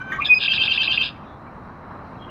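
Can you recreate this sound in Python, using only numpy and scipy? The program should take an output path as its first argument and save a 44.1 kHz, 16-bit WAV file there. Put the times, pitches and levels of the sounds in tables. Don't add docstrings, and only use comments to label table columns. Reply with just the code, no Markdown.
import sys
import numpy as np
from scipy import signal
from scipy.fft import rfft, irfft
from scipy.io import wavfile
from scipy.ndimage import uniform_filter1d

SR = 44100
rng = np.random.default_rng(int(sys.argv[2]) if len(sys.argv) > 2 else 0)


def linear_from_db(decibels):
    return 10 ** (np.asarray(decibels, float) / 20)


def digitize_waveform(pressure):
    field = np.atleast_2d(pressure).T
    bounded = np.clip(field, -1, 1)
    quanta = np.round(bounded * 32767).astype(np.int16)
    wavfile.write(sys.argv[1], SR, quanta)


N = 101429

# multiple of the pitch, level in dB.
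UPPER_TONE = [(1, -2.5), (2.5, -52), (4.4, -53), (5.2, -54)]


def evened(x):
    return x / np.sqrt(np.mean(x ** 2) + 1e-20)


def add(mix, start_s, sound):
    part = mix[max(round(start_s * SR), 0):][:len(sound)]
    part += sound[:len(part)]


def wobble(count, hz):
    size = max(int(SR / hz / 2), 2)
    once = uniform_filter1d(rng.standard_normal(count), size)
    return evened(uniform_filter1d(once, size))


def sing(pitch_hz, tone, jitter, shimmer_db, open_db=0, blur_hz=900, effort_db=0):
    blur_from_hz = 5900
    count = len(pitch_hz)
    unsteady_hz = pitch_hz * (1 + jitter * wobble(count, 300))
    phase = 2 * np.pi * (np.cumsum(unsteady_hz) / SR + rng.random())
    wave = 0
    for multiple, partial_db in tone:
        smear = 1
        if blur_hz and multiple * np.mean(pitch_hz) > blur_from_hz:
            smear = wobble(count, blur_hz * multiple / 4) * linear_from_db(effort_db)
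        beak_db = open_db * (multiple in (2, 3))
        wave = wave + linear_from_db(partial_db + beak_db) * smear * np.cos(multiple * phase)
    return np.sqrt(2) * wave * linear_from_db(shimmer_db * wobble(count, 200))


def rasp(count):
    # centre in Hz, width in Hz, level in dB.
    throat = [(2672.5, 530, -0.5), (3186, 67, 4.5), (3550, 180, 2.5), (3880, 280, -6), (4473, 1000, -14.5),
              (4910, 250, -14.5), (6800, 3500, -46.5)]
    bin_hz = np.fft.rfftfreq(count, 1 / SR)
    colour = 0
    for mid_hz, width_hz, peak_db in throat:
        colour = colour + linear_from_db(peak_db) / (1 + (2 * (bin_hz - mid_hz) / width_hz) ** 4)
    return evened(irfft(rfft(rng.standard_normal(count)) * colour, count))


def note(curve, tone, beat_hz=0, beat=0, jitter=0.0051, shimmer_db=3.0, blur_hz=900, haze_db=-30):
    s, pitch_hz, level_db, *beak = np.transpose(curve)
    t = np.arange(s[0], s[-1], 1 / SR)
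    t_db = np.interp(t, s, level_db)
    open_db = np.interp(t, s, beak[0]) if beak else 0
    effort_db = .3 * (t_db - level_db.max())
    wave = sing(np.interp(t, s, pitch_hz), tone, jitter, shimmer_db, open_db, blur_hz, effort_db)
    wave = wave + linear_from_db(haze_db) * rasp(len(t))
    loudest_s = s[np.argmax(level_db)]
    beating = 1.5 + beat * np.cos(2 * np.pi * beat_hz * (t - loudest_s))
    edge = np.minimum(np.minimum(t - s[0], s[-1] - t) / .0015, 1)
    return s[0], wave * beating * edge * linear_from_db(uniform_filter1d(t_db, size=31))


def products(mix, low, high, db, order):
    start_s, end_s = max(low[0][0], high[0][0]), min(low[-1][0], high[-1][0])
    t = np.arange(start_s, end_s, 1 / SR)
    low_s, low_hz, low_db = np.transpose(low)
    high_s, high_hz, high_db = np.transpose(high)
    weaker_db = np.minimum(np.interp(t, low_s, low_db), np.interp(t, high_s, high_db))
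    level = linear_from_db(weaker_db + db) * signal.windows.tukey(len(t), .2)
    for low_times, high_times, side_db in order:
        side_hz = low_times * np.interp(t, low_s, low_hz) + high_times * np.interp(t, high_s, high_hz)
        add(mix, t[0], level * sing(side_hz, [(1, side_db)], 0.0081, 4.1))


def intro():
    # time in seconds, pitch in Hz, level in dB.
    hum, partner, gulp = [(0, 1507, -35), (.008, 1491, -39), (.018, 1519, -29), (.036, 1550, -41.5),
                          (.11, 1527, -32.5), (.117, 1488, -32.5), (.123, 1591, -28.5), (.16, 1560, -31.5),
                          (.188, 1548, -43.5)], [(.116, 1778, -48.5), (.121, 1847, -23), (.14, 1884, -31.5),
                                       (.148, 1930, -34.5), (.16, 1878, -28.5), (.19, 1850, -44.5)], [(.18, 1186, -45), (.19, 1133, -27),
                                                        (.198, 1148, -23), (.207, 1253, -29),
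                                                        (.214, 1187, -46.5)]
    chuck, squeak, bridge = [(.2, 2350, -45), (.212, 2480, -30), (.217, 2440, -31), (.2222, 2430, -19),
                             (.228, 2450, -30), (.237, 2480, -28.5), (.243, 2400, -36), (.256, 2580, -35),
                             (.262, 2500, -43)], [(.241, 3765, -50.5), (.248, 3777, -29), (.252, 3550, -28),
                                            (.257, 3463, -20.5), (.264, 3495, -25), (.279, 3490, -33),
                                            (.3, 3400, -47.5)], [(.26, 3390, -46), (.266, 3392, -31.5),
                                                            (.273, 3380, -36), (.279, 3400, -33),
                                                            (.29, 3320, -45.5), (.305, 3320, -54)]
    # time in seconds, pitch in Hz, level in dB, beak opening in dB on partials 2 and 3.
    whistle = [(.278, 2520, -42.5, 21.5), (.294, 2511, -23, 7), (.307, 2493, -11.5, -1),
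               (.324, 2477, -11, -15), (.339, 2476, -10.5, 0.5), (.349, 2468, -21.5, 24.5),
               (.356, 2516, -20, 18.5), (.384, 2513, -26.5, 29), (.402, 2505, -39.5, 20.5)]
    # multiple of the pitch, level in dB.
    hum_tone, partner_tone, pure_tone = [(1, -4), (2, -26), (4, -40)], [(1, -5), (3.4, -33), (5.8, -47), (7.5, -52)], [(1, -1.5), (2, -36.5),
                                                                                 (3, -69.5), (4, -62.5),
                                                                                 (5, -48.5), (6, -60)]
    chuck_tone, squeak_tone, bridge_tone = [(1, -1), (2.6, -44), (4.6, -49)], [(1, -2.5), (2, -42), (4, -49.5)], [(.5, -7), (1, -9.5),
                                                                                     (1.5, -9.5), (2, -29),
                                                                                     (3, -41), (4, -42)]
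    song = np.zeros(N)
    add(song, *note(hum, hum_tone, jitter=.003, shimmer_db=1.8, blur_hz=0))
    add(song, *note(partner, partner_tone, jitter=0.015, shimmer_db=3.0))
    add(song, *note(gulp, pure_tone, beat_hz=115, beat=.2, shimmer_db=1))
    add(song, *note(chuck, chuck_tone, beat_hz=260, beat=.9, jitter=.014, shimmer_db=1, haze_db=-28))
    add(song, *note(squeak, squeak_tone, beat_hz=265, beat=.5, jitter=.024, shimmer_db=1.5, haze_db=-11))
    add(song, *note(bridge, bridge_tone, jitter=0.011, shimmer_db=4.0))
    add(song, *note(whistle, pure_tone, jitter=0.0016, shimmer_db=0.62, blur_hz=0, haze_db=-47))
    early = [(0, 2356, -53.5), (.06, 2354, -56.5), (.105, 2375, -46.5), (.116, 2387, -38.5), (.123, 2262, -48)]
    add(song, *note(early, UPPER_TONE, beat_hz=320, beat=.4, jitter=0.004, shimmer_db=4.0))
    order = [(-1, 1.5, 3.5), (-1, 2, 3.0), (-4.0, 1.5, -11.0), (2.5, -0.5, -6.5)]
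    products(song, hum, partner, -13.0, order)
    return song


def buzz(start_s, length_s, db, rise_s, fade_s=0):
    # multiple of the pitch, level in dB.
    buzz_tone = [(.5, -11.5), (1, -4.5), (1.5, -19), (3, -44.5)]
    warble_hz, sweep_low_hz, sweep_top_hz, dwell = 124.16, 2640, 4024, 1.8
    lower_hz, lower_swing, lower_db = 3250, 0.036, -4
    rasp_db, fall_s = 3, .014
    length_s = length_s + fade_s
    t = np.arange(0, length_s, 1 / SR)
    cycle = 2 * np.pi * np.cumsum(warble_hz * (1 + 0.069 * wobble(len(t), 79))) / SR

    up = (.5 - .5 * np.cos(cycle)) ** dwell
    top_hz = sweep_top_hz * (1 + 0.051 * wobble(len(t), 74))
    upper = sing(sweep_low_hz + (top_hz - sweep_low_hz) * up, buzz_tone[1:2], 0.016, 2.8)
    upper = upper * (1 + 0.61 * np.sin(cycle))

    lower = sing(lower_hz * (1 + lower_swing * np.sin(cycle + 0.68)), buzz_tone, 0.022, 4.8)
    lower = lower * (1 - 0.4 * np.cos(cycle + 1.8))
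    breath = rasp(len(t)) * (1 - 0.18 * np.cos(cycle))

    ramps = np.minimum((t / rise_s) ** 2, (length_s - t) / (fall_s + 2 * fade_s))
    shape = np.sin(np.pi / 2 * np.minimum(ramps, 1)) * linear_from_db(-5 * t / length_s)
    return start_s, linear_from_db(db) * shape * (upper + linear_from_db(lower_db) * lower + linear_from_db(rasp_db) * breath)


def trill():
    # start in seconds, length in seconds, level in dB, rise in seconds.
    first_buzz = (.377, .102, -22, .058)
    # start in seconds, strength in dB, blip level in dB, chord pitch ratio.
    turns = [(0.4790, 0.07, .5, 1.008), (0.5781, 0, -2, 1), (0.6775, -0.66, -.6, 1),
             (0.7764, -1.03, 0, .998), (0.8759, -1.56, -.6, 1), (0.9757, -2.71, 1.5, 1)]
    # seconds after its start, pitch in Hz, level in dB.
    blip, upper_voice, lower_voice = [(-.0012, 2590, -35.5), (.0006, 2600, -13.5), (.0027, 2600, -24),
                                      (.005, 2620, -12.5), (.0072, 2700, -20), (.009, 2760, -35)], [(.009, 2600, -40.5), (.014, 2610, -28.5),
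                                                    (.024, 2620, -27), (.04, 2640, -22.5),
                                                    (.049, 2740, -19), (.053, 2760, -35.5)], [(.008, 3150, -27), (.014, 3150, -28),
                                                                   (.028, 3145, -27.5), (.043, 3100, -19.5),
                                                                   (.047, 3320, -33.5), (.051, 3500, -33),
                                                                   (.055, 3550, -42.5)]
    # multiple of the pitch, level in dB.
    lower_tone = [(.5, -22), (1, 0), (1.5, -15), (2, -40), (2.5, -54), (3, -58), (4.5, -54)]
    buzz_after_s, buzz_s, buzz_db, buzz_rise_s, last_fade_s = .048, 0.055, -25, .008, .036
    song = np.zeros(N)
    add(song, *buzz(*first_buzz))
    for start_s, turn_db, blip_db, ratio in turns:
        tuning, shift = np.array([1, ratio, 1]), np.array([start_s, 0, turn_db])
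        upper = upper_voice * tuning + shift
        lower = lower_voice * tuning + shift
        blip_now = blip + np.array([start_s, 0, blip_db])
        add(song, *note(blip_now, UPPER_TONE[::3], jitter=.004, shimmer_db=-0.5))
        add(song, *note(upper, UPPER_TONE, beat_hz=110, beat=.55, jitter=.017, shimmer_db=3, haze_db=-18))
        add(song, *note(lower, lower_tone, jitter=0.004, shimmer_db=0.2, blur_hz=200, haze_db=-24))
        products(song, lower, upper, -22, order=[(.5, 1, 3.5), (-1, 2, -3.5), (2.5, -0.75, -16)])
        fade_s = last_fade_s * (start_s == turns[-1][0])
        add(song, *buzz(start_s + buzz_after_s, buzz_s, buzz_db + turn_db, buzz_rise_s, fade_s))
    return song


def air(bird):
    # frequency in Hz, level in dB per Hz.
    beak_hiss = [(6000, -14.5), (8000, -12), (9300, -18), (11000, -4.5), (12200, -6), (14000, -1.5),
                 (15500, -7.5)]
    # time in seconds, level in dB.
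    pressure = [(.07, -15.5), (.11, 10), (.17, 3), (.2, -3), (.27, 8.5), (.29, -23.5), (.44, -24.5),
                (0.499, -6.5), (.8, -4), (1.03, 3.5), (1.071, -10)]
    air_db, smooth_s = -46.5, .014
    effort = np.sqrt(abs(uniform_filter1d(bird ** 2, size=max(int(smooth_s * SR), 2))))
    growth = linear_from_db(np.interp(np.arange(N) / SR, *np.transpose(pressure)))
    return effort * growth * wash(beak_hiss, air_db, patchy_db=1.5, swell_db=4.0)


def echoes(x, t60_s, delay_s):
    at = np.arange(int(delay_s * SR), SR, 20)
    at = at + rng.integers(0, 20, len(at))
    taps = np.zeros(SR + 20)
    taps[at] = rng.choice([-1., 1.], len(at)) * linear_from_db(-60 * at / SR / t60_s)
    return signal.fftconvolve(x, taps / np.linalg.norm(taps))[:N]


def far_birds():
    # start in seconds, length in seconds, pitch in Hz, glide in Hz, level in dB.
    clear_calls = [
        (1.21, 0.188, 3530, -80, -64.5),
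        (1.21, 0.19, 3840, -94, -66),
        (2.175, 0.13, 3306, -61, -50.5),
    ]
    hoarse_calls = [(1.15, 0.035, 2230, 198, -56), (1.22, 0.041, 2550, -18, -56),
                    (1.462, 0.041, 2270, 171, -54.5), (2.13, 0.041, 2410, 196, -57.5),
                    (2.205, 0.075, 2950, -22, -59), (2.282, 0.033, 2845, 149.5, -48)]
    calls_mix = np.zeros(N)
    for calls, jitter in ((clear_calls, .004), (hoarse_calls, .035)):
        for start_s, length_s, pitch_hz, glide_hz, call_db in calls:
            along = np.linspace(0, 1, int(length_s * SR))
            call = sing(pitch_hz + glide_hz * along, [(0.99, 0)], jitter, 3.2)
            add(calls_mix, start_s, linear_from_db(call_db) * np.sin(np.pi * along) ** 2 * call)
    return calls_mix


def wash(spectrum, db, patchy_db, swell_db):
    frames, bin_hz = N // 256 + 5, np.fft.rfftfreq(1024, 1 / SR)
    real, imag, patches = rng.standard_normal((frames, 513, 3)).T
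    patches = uniform_filter1d(patches, size=10, axis=0)
    patches = evened(uniform_filter1d(patches, size=12, axis=1))
    swell = evened(uniform_filter1d(rng.standard_normal(frames), size=30))
    knot_hz, knot_db = np.transpose(spectrum)
    colour_db = np.interp(np.log(bin_hz + 1), np.log(knot_hz + 1), knot_db, left=-90, right=-90)
    gain = linear_from_db(colour_db[:, None] + patchy_db * patches + swell_db * swell)
    noise = signal.istft((real + 1j * imag) * gain, nperseg=1024, noverlap=768)[1]
    return linear_from_db(db) * evened(noise[:N])


def field_noise():
    # frequency in Hz, level in dB.
    traffic, insects = [(20, -37), (45, -10.5), (100, 1.5), (250, -3), (420, -10.5), (1150, -6),
                        (2000, -22), (3600, -42)], [(3600, -8), (4000, 1), (4500, -11), (5600, -14), (7000, -23),
                                         (10000, -25), (16000, -30)]
    rumble = wash(traffic, -38.5, patchy_db=0.4, swell_db=1.3)
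    return rumble + wash(insects, -69.5, patchy_db=1.6, swell_db=-0.8)


def scene():
    near_t60_s, near_db = .17, -12
    field_t60_s, field_db = .7, -30
    bird = intro() + trill()
    bird = bird + air(bird)
    near = linear_from_db(near_db) * echoes(bird, near_t60_s, .004)
    field = linear_from_db(field_db) * echoes(bird, field_t60_s, 0.029)
    far = far_birds()
    far = far + 0.24 * echoes(far, 0.17, .005)
    return (bird + near + field + far + field_noise())[None]


def band_limit(x):
    return signal.sosfilt(signal.butter(12, 15830, fs=SR, output="sos"), x)


def record(dry):
    return band_limit(dry)


dry = scene()
out = record(dry)
digitize_waveform(out)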